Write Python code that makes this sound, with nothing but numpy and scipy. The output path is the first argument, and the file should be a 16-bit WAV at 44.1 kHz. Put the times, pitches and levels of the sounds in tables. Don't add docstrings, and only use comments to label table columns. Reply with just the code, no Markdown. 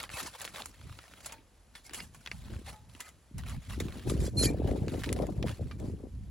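import sys
import numpy as np
from scipy import signal
from scipy.fft import rfft, irfft, next_fast_len
from scipy.io import wavfile
from scipy.ndimage import uniform_filter1d, map_coordinates

SR = 44100
rng = np.random.default_rng(int(sys.argv[2]) if len(sys.argv) > 2 else 0)


def transcribe(u):
    v = np.clip(np.atleast_2d(u).T, -1, 1)
    q = np.round(v * 32767).astype(np.int16)
    wavfile.write(sys.argv[1], SR, q)


def voltage_ratio(level):
    return 10 ** (np.asarray(level, float) / 20)


N = 277830

# start [t/s], length [t/s], level [dB], brightness [dB]
STROKES = [(0, 0.037, -48, -8), (.112, 0.014, -51, -8), (.135, 0.052, -49.5, -1.5),
           (.172, 0.057, -45, -4.5), (.262, 0.01, -46.5, -3), (.34, 0.017, -53.5, -7.5),
           (.393, 0.01, -50.5, -5), (.416, 0.019, -47.5, -14), (.45, 0.044, -55.5, -3),
           (.543, .005, -51, -8), (.56, 0.032, -47, -10.5), (.61, 0.062, -60.5, 2.5),
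           (1.258, 0.014, -53, -1.5), (1.305, 0.042, -56, -20), (1.852, 0.018, -62.5, 3.5),
           (1.9, 0.019, -60.5, -49), (1.76, 0.019, -61.5, -3.5), (1.936, 0.043, -53.5, 1.5),
           (1.99, 0.058, -60.5, 0), (2.43, 0.11, -63.5, -14.5), (2.665, 0.027, -50.5, -7),
           (2.715, 0.021, -55, -7), (2.895, 0.12, -68, -2.5), (3.0, 0.084, -60, -4.5),
           (3.392, 0.0056, -52, -14), (3.47, 0.067, -53, -9), (3.705, 0.022, -48.5, -7),
           (4.075, 0.018, -55, -3), (4.098, 0.0042, -51.5, 15.5), (4.15, 0.044, -63, -1),
           (4.205, 0.059, -52, -0.5), (4.385, 0.053, -53, 9.5), (4.435, 0.014, -43.5, 7),
           (4.675, 0.043, -57, -4), (4.76, 0.088, -62, -8), (4.89, 0.18, -54.5, -6), (5.1, 0.16, -60, -5),
           (5.47, 0.048, -49.5, -7.5), (5.795, 0.12, -64.5, -4.5)]
# start [t/s], length [t/s], level [dB], brightness [dB]
SHIFTS = [
    (0.74, 0.58, -62.5, -6.5),
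    (2.14, 0.47, -65.5, -3.5),
    (3.625, 0.05, -61, -5),
    (3.793, 0.39, -58, -8.5),
    (4.484, 0.2, -63, -13),
    (5.299, 0.098, -66, -3.5),
    (5.613, 0.14, -67.5, -6.5),
]
# f [Hz], density [dB per Hz]
BODY_SPECTRUM = [(150, -52), (500, 5.5), (1000, 4), (2000, 2.5), (4000, 2), (6000, -10.5)]
# f [Hz], density [dB per Hz]
SHEEN_SPECTRUM = [(4000, 3), (6500, 3.5), (8500, 8.5), (11000, 0.5), (13000, -0.5), (15000, -35),
                  (16300, -28)]

# t [s], peak level [dB], f [Hz]
DULL_CREASES = [(0.0926, -30, 2180), (0.4772, -28.5, 2200), (0.5482, -32, 1170), (0.6207, -27, 4400),
                (0.896, -40, 1410), (0.9265, -41, 1080), (0.989, -31.5, 1440), (1.04, -43, 2340),
                (2.2615, -27.5, 1470), (2.274, -25.5, 1920), (2.3152, -22.5, 2300), (0.814, -41.5, 850),
                (2.537, -41, 650), (2.556, -47, 2500), (2.565, -40, 800), (3.8842, -35, 960),
                (3.924, -36.5, 1500), (4.7123, -34.5, 940), (4.882, -30, 1560), (5.0392, -32, 1980),
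                (5.042, -22.5, 2240), (5.091, -27, 2550), (5.427, -30.5, 2680)]
# t [s], peak level [dB], f [Hz]
PLAIN_CREASES = [(.0014, -26.5, 3370), (0.038, -26, 1050), (0.1013, -30.5, 910), (.408, -29.5, 3520),
                 (0.56, -29.5, 1610), (0.583, -32.5, 1120), (0.634, -38.5, 1450), (1.1372, -39, 1350),
                 (1.205, -40, 1280), (1.8948, -38, 2150), (2.95, -40, 2930), (3.4363, -36.5, 1120),
                 (3.9954, -35.5, 1740), (4.6752, -36.5, 970), (4.9403, -37, 902), (5.1634, -36, 2170),
                 (5.19, -32.5, 966), (5.4731, -32, 1800)]
# t [s], peak level [dB], f [Hz]
BRIGHT_CREASES = [(0.0307, -27, 1090), (0.6583, -27, 8300), (3.0901, -36.5, 2100), (4.1675, -40, 1620),
                  (4.2024, -35, 3650), (5.1277, -19, 3400), (5.2684, -34, 2090), (5.8002, -39.5, 3091)]
# t [s], peak level [dB], f [Hz]
TICKS = [(0.392, -44, 1940), (0.4448, -30, 1410), (0.451, -25, 4900), (.492, -48, 6000), (0.57, -34, 1800),
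         (.592, -43, 704), (.603, -37, 800), (0.203, -29, 2000), (.242, -38, 4800), (1.909, -40.5, 1710),
         (5.483, -30.5, 2700), (5.493, -30, 1500), (5.505, -43, 2000), (1.247, -38, 2000),
         (1.08, -45, 4000), (2.004, -30, 2900), (2.3616, -53, 2400), (2.8965, -49, 3840),
         (3.0673, -54, 2050), (4.585, -48, 2000), (4.968, -45, 1130), (5.0208, -34.5, 1990),
         (5.036, -25, 1960), (5.061, -33, 3970), (5.223, -34.5, 4840), (5.37, -55, 3500),
         (5.572, -54, 3700), (5.67, -49, 2200), (4.098, -25, 4660), (4.11, -34, 3300)]
# brightness [dB], t60 [s]
CREASE_KINDS = [
    (-53, 0.042),
    (-15.5, 0.054),
    (-3, 0.042),
    (-13.5, 0.075),
]
# t [s], peak level [dB], f [Hz], brightness [dB]
FOLDS = [(0.229, -30.5, 1670, -4), (0.4494, -35, 1070, 7), (1.322, -34.5, 1830, -5),
         (1.752, -37.5, 3830, -18), (1.9342, -30, 2900, -5.5), (1.944, -28, 3170, -5),
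         (2.0, -39, 2220, -19), (2.146, -38.5, 930, -9), (3.0039, -29.5, 2090, -3),
         (3.697, -38.5, 1400, -14), (3.801, -25.5, 2270, -8), (4.099, -36, 1250, -16),
         (0.415, -29, 1460, -3), (3.381, -34.5, 2450, -3.5), (1.26, -29.5, 4970, -1),
         (5.7115, -39, 2980, -25), (3.495, -37, 3000, -6)]

# start [t/s], end [t/s], start f [Hz], end f [Hz], level [dB]
SQUEAK = [
    (4.37, 4.415, 4190, 4215, -31),
    (4.408, 4.438, 4125, 4080, -34),
]
# start [t/s], end [t/s], f [Hz],
# level [dB], pitch scatter [Hz]
DRAG = [(4.388, 4.425, 10110, -40, 60), (4.405, 4.432, 10830, -43, 120), (4.402, 4.418, 9410, -41, 100),
        (4.422, 4.452, 6843, -34, 40), (4.438, 4.472, 4630, -38, 120), (4.38, 4.415, 2450, -55, 40),
        (4.5, 4.535, 2350, -60, 90), (4.44, 4.467, 9200, -37, 120), (4.434, 4.462, 3200, -42, 170),
        (4.438, 4.46, 11010, -42, 150), (4.46, 4.502, 2355, -44, 30), (4.456, 4.496, 1850, -49, 70),
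        (4.442, 4.458, 2450, -45, 80), (4.445, 4.47, 4150, -43, 120), (4.436, 4.465, 10100, -41, 100),
        (4.435, 4.46, 11400, -42, 100), (4.455, 4.48, 6700, -43, 120), (3.015, 3.108, 2040, -63, 40),
        (3.01, 3.105, 1275, -64, 25), (4.475, 4.505, 4200, -54, 80), (4.233, 4.243, 7640, -45, 60),
        (4.265, 4.281, 7640, -48, 40), (4.252, 4.276, 5750, -54, 50), (4.248, 4.277, 4900, -54, 50),
        (4.265, 4.287, 3400, -56, 60)]
# t [s], f [Hz], peak level [dB], t60 [s]
RINGS = [(2.675, 560, -50, .1), (2.675, 780, -47, .1), (2.725, 851, -51, .35), (2.68, 2100, -51, .07),
         (2.675, 2550, -52, .06), (3.0, 2650, -48, .06), (4.098, 1220, -40, .05), (3.8, 3600, -42, .05),
         (2.73, 1260, -61, .25), (2.67, 1700, -54, .1), (2.998, 1000, -50, .07), (3.0, 2000, -50, .15),
         (.136, 2600, -45, .3), (2.003, 2800, -42, .08), (1.991, 2050, -44, .1), (1.996, 5000, -46, .07),
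         (1.768, 3400, -52, .09), (1.858, 2150, -55, .1), (1.752, 1800, -46, .06), (1.935, 2850, -42, .1),
         (3.497, 1130, -46, .08), (5.712, 1200, -48, .07), (5.712, 2350, -51, .09), (1.325, 900, -49, .2)]

# start [t/s], length [t/s], buffet level [dB], flutter level re buffet [dB]
GUSTS = [(0, 0.057, -59.5, -2.5), (.125, 0.015, -51, -8), (.22, 0.04, -53.5, 2.5), (.4, 0.32, -60, -3),
         (.8, 0.075, -50, -11), (.895, 0.093, -53, -16), (1.1, 0.32, -62, -2), (1.45, 0.62, -69.5, 4),
         (1.93, 0.076, -53.5, -1.5), (2.05, 0.37, -55, -16.5), (2.35, 0.11, -47, -36),
         (2.44, 0.14, -44.5, -5.5), (2.65, 0.063, -49, -10), (2.8, 0.14, -53, -19), (2.95, 0.48, -64.5, -7),
         (3.35, 0.23, -40, -20), (3.68, 0.07, -38, -23), (3.775, 0.12, -39, -4.5), (3.96, 0.048, -44, -4),
         (4.066, 0.051, -35.5, -3.5), (4.14, 0.046, -40.5, 0.5), (4.2, 0.053, -28.5, -7),
         (4.32, 0.041, -39, -7), (4.37, 0.085, -32.5, -4), (4.5, 0.03, -31.5, -1.5),
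         (4.59, 0.052, -31.5, -3.5), (4.69, 0.054, -32.5, -0.5), (4.81, 0.069, -35.5, -1.5),
         (4.92, 0.063, -38, 0.5), (5.02, 0.034, -43, -23), (5.075, 0.07, -34, -2), (5.19, 0.047, -36, 3),
         (5.29, 0.014, -39.5, 1.5), (5.36, 0.052, -37, -4.5), (5.43, 0.077, -38, -2),
         (5.6, 0.057, -38, -6.5), (5.7, 0.076, -40, -9.5), (5.81, 0.073, -42.5, -1),
         (5.925, 0.017, -37.5, -9.5), (6.0, 0.052, -45.5, -1.5), (6.13, 0.29, -42, -18)]
# f [Hz], density [dB per Hz]
BUFFET_SPECTRUM = [(12, -30), (20, -18), (42, 0.5), (64, 6), (260, -16.5), (340, -85), (570, -120)]
# f [Hz], density [dB per Hz]
FLUTTER_SPECTRUM = [(90, -20.5), (180, -1.5), (280, -2.5), (400, -9.5), (600, -23), (900, -46),
                    (1600, -120)]
# f [Hz], density [dB per Hz]
SPRAY_SPECTRUM = [(200, -22), (400, -9), (550, -2), (750, -8.5), (1000, -18), (1400, -29.5), (2500, -120)]
# t [s], peak level [dB], f [Hz]
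POPS = [(3.779, -29, 276), (3.806, -24, 345), (3.854, -29, 272), (3.879, -35, 258), (4.074, -21.5, 302),
        (4.089, -33, 342), (4.12, -21, 358), (4.14, -25, 287), (4.223, -25.5, 335), (4.243, -27, 413),
        (4.26, -26, 245), (4.28, -25.5, 396), (4.361, -27.5, 322), (4.373, -31.5, 405), (4.413, -21.5, 397),
        (4.436, -18.5, 397), (4.457, -17, 313), (4.503, -21, 335), (4.526, -30, 370), (4.545, -24.5, 470),
        (4.577, -32, 311), (4.599, -24.5, 363), (4.619, -26.5, 530), (4.644, -30, 560), (4.65, -24.5, 313),
        (4.675, -34, 397), (4.694, -25, 464), (4.716, -22.5, 460), (4.734, -28, 480), (4.765, -31, 380),
        (4.78, -28, 366), (4.818, -35, 323), (4.843, -29.5, 361), (4.874, -26.5, 384), (4.889, -31, 354),
        (4.921, -26.5, 266), (4.936, -28.5, 455), (4.948, -26, 404), (4.96, -28.5, 322), (4.981, -27, 293),
        (5.075, -30.5, 279), (5.101, -30, 394), (5.121, -24.5, 383), (5.152, -29, 322), (5.2, -20, 483),
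        (5.226, -22, 415), (5.251, -29.5, 406), (5.307, -32, 290), (5.399, -34, 320), (5.442, -22.5, 483),
        (5.449, -25.5, 380), (5.595, -32.5, 465), (5.61, -31, 430), (5.625, -39, 510), (5.829, -32, 390),
        (5.885, -39, 338), (5.937, -33, 338), (6.038, -31, 322)]
# t [s], peak level [dB], f [Hz]
ROLLS = [(0.135, -34.5, 91.5), (0.904, -31.5, 81), (2.521, -30.5, 92.5), (2.557, -29, 82),
         (3.577, -30.5, 88), (3.819, -29, 100), (3.851, -33, 108), (4.078, -22, 94), (4.118, -25, 107),
         (4.144, -22, 114), (4.206, -22.5, 94.5), (4.248, -34, 94), (4.375, -21, 110), (4.434, -23, 98),
         (4.459, -19, 107), (4.505, -27, 83), (4.54, -21, 91), (4.647, -20.5, 93), (4.674, -34, 80),
         (4.702, -25, 120), (4.744, -35, 103), (4.779, -25, 99), (4.817, -23.5, 98), (4.879, -25, 106),
         (4.923, -25, 99), (4.953, -24.5, 90), (5.01, -32, 103), (5.118, -24.5, 96), (5.147, -29, 93),
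         (5.171, -27, 89), (5.214, -22.5, 121), (5.245, -27, 92), (5.318, -25.5, 123), (5.377, -21, 102),
         (5.406, -25.5, 102), (5.434, -30, 92), (5.458, -21, 112), (5.488, -27, 111), (5.525, -27.5, 94),
         (5.611, -25, 89), (5.877, -23.5, 103)]
# t [s], peak level [dB]
THUMPS = [(3.312, -34), (3.383, -42), (3.481, -42), (3.956, -26), (3.985, -28), (4.062, -18), (4.335, -26),
          (5.709, -36), (5.817, -33), (5.859, -20.5), (6.069, -25), (2.495, -38), (2.535, -36),
          (2.615, -28.5), (2.95, -34.5), (1.912, -34)]
# lowest f [Hz], highest f [Hz]
THUMP_HZ = (178, 310)

# f [Hz], density [dB per Hz]
AIR_SPECTRUM = [(40, 34), (150, 3), (500, 6), (2000, -4), (6000, -7.5), (9000, -5), (13000, -13.5),
                (16300, -52)]
# f [Hz], left-right correlation [1]
ALIKE = [(60, .87), (300, .86), (700, .83), (1500, .92), (3500, .82), (6000, .62), (7500, .65), (8200, .96),
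         (9500, .85), (12000, .93)]
# f [Hz], phase [rad]
LEAD = [(0, 0), (1900, 0), (3500, .7), (5000, .5), (6000, -.4), (7200, -.6), (8200, -2.6), (8800, -3.4),
        (10300, -6.2), (11500, -6.3), (12700, -9.4), (14300, -9.5), (15100, -12.5), (16500, -12.6)]


def rustle():
    handling_db, bright_db = swells(STROKES + SHIFTS, rise_db_s=778, fall_db_s=282,
                                    rest_db=-78.5, rest_colour_db=-3.5)
    buckles = crackle(rate=420, spread_db=3.5, t60_s=0.029)
    facets = pings(rate=260, middle_hz=2400, octaves=.8, cycles=11, spread_db=2.8)
    body = patchy(coloured(BODY_SPECTRUM, .5 + .65 * buckles), depth_db=3.5) + .55 * facets
    sheen = patchy(coloured(SHEEN_SPECTRUM, .75 + .9 * buckles), depth_db=2.5)
    unsteady_db = 1.2 * wobble(30)
    return voltage_ratio(handling_db + unsteady_db) * (body + voltage_ratio(bright_db + 4.5) * sheen)


def snaps():
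    crease_rise_s, fold_rise_s, fold_t60_s = .0001, .001, .06
    events = []
    for rows, kind in zip((DULL_CREASES, PLAIN_CREASES, BRIGHT_CREASES, TICKS), CREASE_KINDS):
        events += [(*row, *kind, crease_rise_s) for row in rows]
    events += [(*row, fold_t60_s, fold_rise_s) for row in FOLDS]
    out = np.zeros((2, N + SR))
    for s, db, hz, bright_db, t60_s, rise_s in events:
        burst = release(t60_s, rise_s, spike=6 * crease_rise_s / rise_s)
        snap = filtered(burst, crease_response(hz, bright_db))
        out[:, round(s * SR):][:, :snap.shape[1]] += voltage_ratio(db) * snap / np.abs(snap[0]).max()
    return out[:, :N]


def release(t60_s, rise_s, spike):
    t = np.arange(SR // 10) / SR
    main = voltage_ratio(-60 * t / np.clip(t60_s, .006, .07))
    quick = 0.34 * voltage_ratio(-60 * t / (0.27 * t60_s))
    click = 4.96 * voltage_ratio(-60 * t / 0.0027)
    burst = (main + quick + click) * rng.standard_normal((2, len(t)))
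    burst *= 1 - np.exp(-(t + 1 / SR) / rise_s)
    burst[0, :2] += spike
    return burst


def crease_response(hz, bright_db):
    dull_above_hz = 6400
    others_hz = np.sqrt(1500 * hz) * 2 ** rng.uniform(-0.45, 1.607, size=5)

    def response(f):
        own = 1.6 * resonance(f, hz, .2 * hz)
        others = 1.2 * sum(resonance(f, c, .1 * c) for c in others_hz)
        body = (own + others + 1.1) * resonance(f, 1070, 6000) / (1 + 1j * f / dull_above_hz) ** 2
        return body + voltage_ratio(bright_db + 12.5) * resonance(f, 7600, 5160) ** 2

    return response


def squeaks():
    octave_db, clear_scatter_hz = -6, 22
    slips = []
    for start, end, from_hz, to_hz, db in SQUEAK:
        for k in (1, 2):
            slips.append((start, end, k * from_hz, k * to_hz, db + (k - 1) * octave_db,
                          k * k * clear_scatter_hz))
    slips += [(start, end, hz, hz, db, scatter_hz) for start, end, hz, db, scatter_hz in DRAG]
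    out = np.zeros(N)
    for start, end, from_hz, to_hz, db, scatter_hz in slips:
        u = np.linspace(0, 1, round((end - start) * SR))
        stutter = voltage_ratio(scatter_hz / 40 * wobble(466, count=len(u)))
        grip = stutter * np.sin(np.pi * u ** 1.33) ** 0.37
        hz = from_hz + (to_hz - from_hz) * u + scatter_hz * wobble(510, count=len(u))
        tone = np.sin(2 * np.pi * np.cumsum(hz) / SR)
        out[round(start * SR):][:len(u)] += voltage_ratio(db + 2.5) * unit(grip) * tone
    return out


def rings():
    out, age = np.zeros(N), np.arange(SR // 2) / SR
    for s, hz, db, t60_s in RINGS:
        shimmer = voltage_ratio(3.2 * wobble(120, count=len(age)))
        decay = voltage_ratio(db - 60 * age / t60_s) * (1 - np.exp(-age / 0.00024))
        phase = 2 * np.pi * hz * age + .5 * wobble(124, count=len(age))
        out[round(s * SR):][:len(age)] += decay * shimmer * np.sin(phase)
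    return out


def wind():
    buffet_db, flutter_db = swells(GUSTS, rise_db_s=463, fall_db_s=240, rest_db=-74, rest_colour_db=-29)
    eddy, gust = np.tanh(wobble(17)), np.tanh(wobble(45))
    low = even(coloured(BUFFET_SPECTRUM), span_s=.03)
    low = low * voltage_ratio(2.5 * eddy + 2.5 * np.tanh(wobble(35)))
    fast = coloured(FLUTTER_SPECTRUM, voltage_ratio(0.9 * eddy + 2.8 * gust + 6.7 * np.tanh(wobble(130))))
    small = coloured(SPRAY_SPECTRUM, voltage_ratio(2 * eddy + 4 * gust + 8 * np.tanh(wobble(110))))
    small = small + 2.9 * small[0] * [[0], [1]]
    small = voltage_ratio(2.25 * flutter_db - 12) * small
    pops = whorls(POPS, cycles=0.91, boost_db=-1.13, late_s=.002, left=0.57, apart=1.0)
    rolls = whorls(ROLLS, cycles=0.52, boost_db=-0.5, late_s=0.00795, left=.05, apart=0.66)
    thumps = eddies(THUMPS, THUMP_HZ, boost_db=3.5) * [[1], [.35]]
    steady = voltage_ratio(buffet_db + 2.43) * (low + voltage_ratio(flutter_db - 3.0) * fast + small)
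    return steady + pops + rolls + thumps


def whorls(events, cycles, boost_db, late_s, left, apart):
    half = SR // 20
    out, t = np.zeros(N + SR, complex), np.arange(-SR // 20, half) / SR
    for (s, db, hz), phase in zip(events, rng.uniform(0, 2 * np.pi, len(events))):
        turning = 2 * np.pi * hz * t * (1 - 0.22 * hz * t) + phase
        swing = np.exp(-(t * hz / cycles) ** 2 + 1j * turning)
        out[round((s + late_s) * SR) - half:][:len(t)] += voltage_ratio(db + boost_db) * swing
    return np.array([out.imag, left * out.imag + apart * out.real])[:, :N]


def eddies(events, range_hz, boost_db):
    out, t = np.zeros(N + SR), np.arange(SR // 20) / SR
    for (s, db), hz in zip(events, rng.uniform(*range_hz, len(events))):
        envelope = (1 - np.exp(-t / 0.0034)) * np.exp(-hz * t * 2.2)
        out[round(s * SR):][:len(t)] += voltage_ratio(db + boost_db) * envelope * np.sin(2.6 * np.pi * hz * t)
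    return out[:N]


def hush():
    return voltage_ratio(-61.5) * coloured(AIR_SPECTRUM)


def ports(pair):
    def turn(hz):
        return np.arccos(np.clip(along(ALIKE, hz), -1, 1)) / 2

    def lead(hz):
        return np.interp(hz, *np.transpose(LEAD)) / 2

    mid, side = filtered(pair, lambda hz: np.array([np.cos(turn(hz)), np.sin(turn(hz))]))
    left_right = np.array([mid + side, mid - side])
    return filtered(left_right, lambda hz: np.exp(1j * np.outer([1, -1], lead(hz))))


def crackle(rate, spread_db, t60_s):
    chance, size = rng.random(N), rng.exponential(size=N)
    starts = (chance < rate / SR) * voltage_ratio(spread_db * np.minimum(size, 4))
    return unit(signal.lfilter([1], [1, -voltage_ratio(-60 / (t60_s * SR))], starts))


def pings(rate, middle_hz, octaves, cycles, spread_db):
    count, t = int(rate * N / SR), np.arange(400) / SR
    out = np.zeros((2, N + len(t)))
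    for row in out:
        when, size = rng.random(count), rng.exponential(size=count)
        draw = rng.standard_normal(count)
        hz = np.clip(middle_hz * 2 ** (octaves * draw), 500, 12000)[:, None]
        level = voltage_ratio(spread_db * np.minimum(size, 4))[:, None]
        ring = level * np.exp(-t * hz / cycles) * np.sin(2 * np.pi * hz * t)
        index = (when * N).astype(int)[:, None] + np.arange(len(t))
        row += np.bincount(index.ravel(), ring.ravel(), len(row))
    return unit(out[:, :N])


def patchy(pair, depth_db):
    z = signal.stft(pair, nperseg=256)[2]
    field = uniform_filter1d(rng.standard_normal(z.shape[1:]), size=3, axis=0)
    field = uniform_filter1d(field, size=7, axis=1)
    return unit(signal.istft(z * voltage_ratio(depth_db * unit(field)), nperseg=256)[1][:, :N])


def swells(rows, rise_db_s, fall_db_s, rest_db, rest_colour_db):
    t = np.arange(0, N, 32) / SR
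    start, length, db, colour_db = np.transpose(rows)[:, :, None]
    rise_db = rise_db_s * np.maximum(start - t, 0)
    fall_db = fall_db_s * np.maximum(t - start - length, 0)
    power, rest = voltage_ratio(2 * (db - rise_db - fall_db)), voltage_ratio(2 * rest_db)
    total = power.sum(axis=0) + rest
    colour = ((power * colour_db).sum(axis=0) + rest * rest_colour_db) / total
    return [np.interp(np.arange(N) / SR, t, c) for c in (10 * np.log10(total), colour)]


def coloured(spectrum, envelope=1):
    noise = envelope * rng.standard_normal((2, N))
    return unit(filtered(noise, lambda hz: voltage_ratio(along(spectrum, hz)) * (hz > spectrum[0][0]) * (hz < 16400)))


def even(pair, span_s):
    power = uniform_filter1d(pair[0] ** 2, size=int(span_s * SR))
    return unit(pair / np.sqrt(np.abs(power) + 0.14))


def resonance(f, hz, width_hz):
    return 1j * f * width_hz / (hz * hz - f * f + 1j * f * width_hz)


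def wobble(rate, count=N):
    knots = rng.standard_normal(int(count * rate / SR) + 4)
    return map_coordinates(knots, [np.arange(count) * rate / SR])


def filtered(x, response):
    m = next_fast_len(x.shape[-1] + 8192)
    return irfft(rfft(x, m) * response(np.fft.rfftfreq(m, 1 / SR)), m)[..., :x.shape[-1]]


def along(points, hz):
    f, v = np.transpose(points)
    return np.interp(np.log(hz + 1), np.log(f + 1), v)


def unit(x):
    return x / np.sqrt(np.mean(x ** 2) + 1e-20)


def scene():
    tones = (squeaks() + rings()) * [[1], [-.1]]
    return ports(rustle() + snaps() + tones + wind() + hush())


def roll_off(x):
    return signal.sosfilt(signal.butter(12, 17010, fs=SR, output="sos"), x)


def record(dry):
    mix = filtered(dry, lambda hz: (hz < 16000) * (1j * hz / (38 + 1j * hz)) ** 2)
    return roll_off(mix)


dry = scene()
out = record(dry)
transcribe(out)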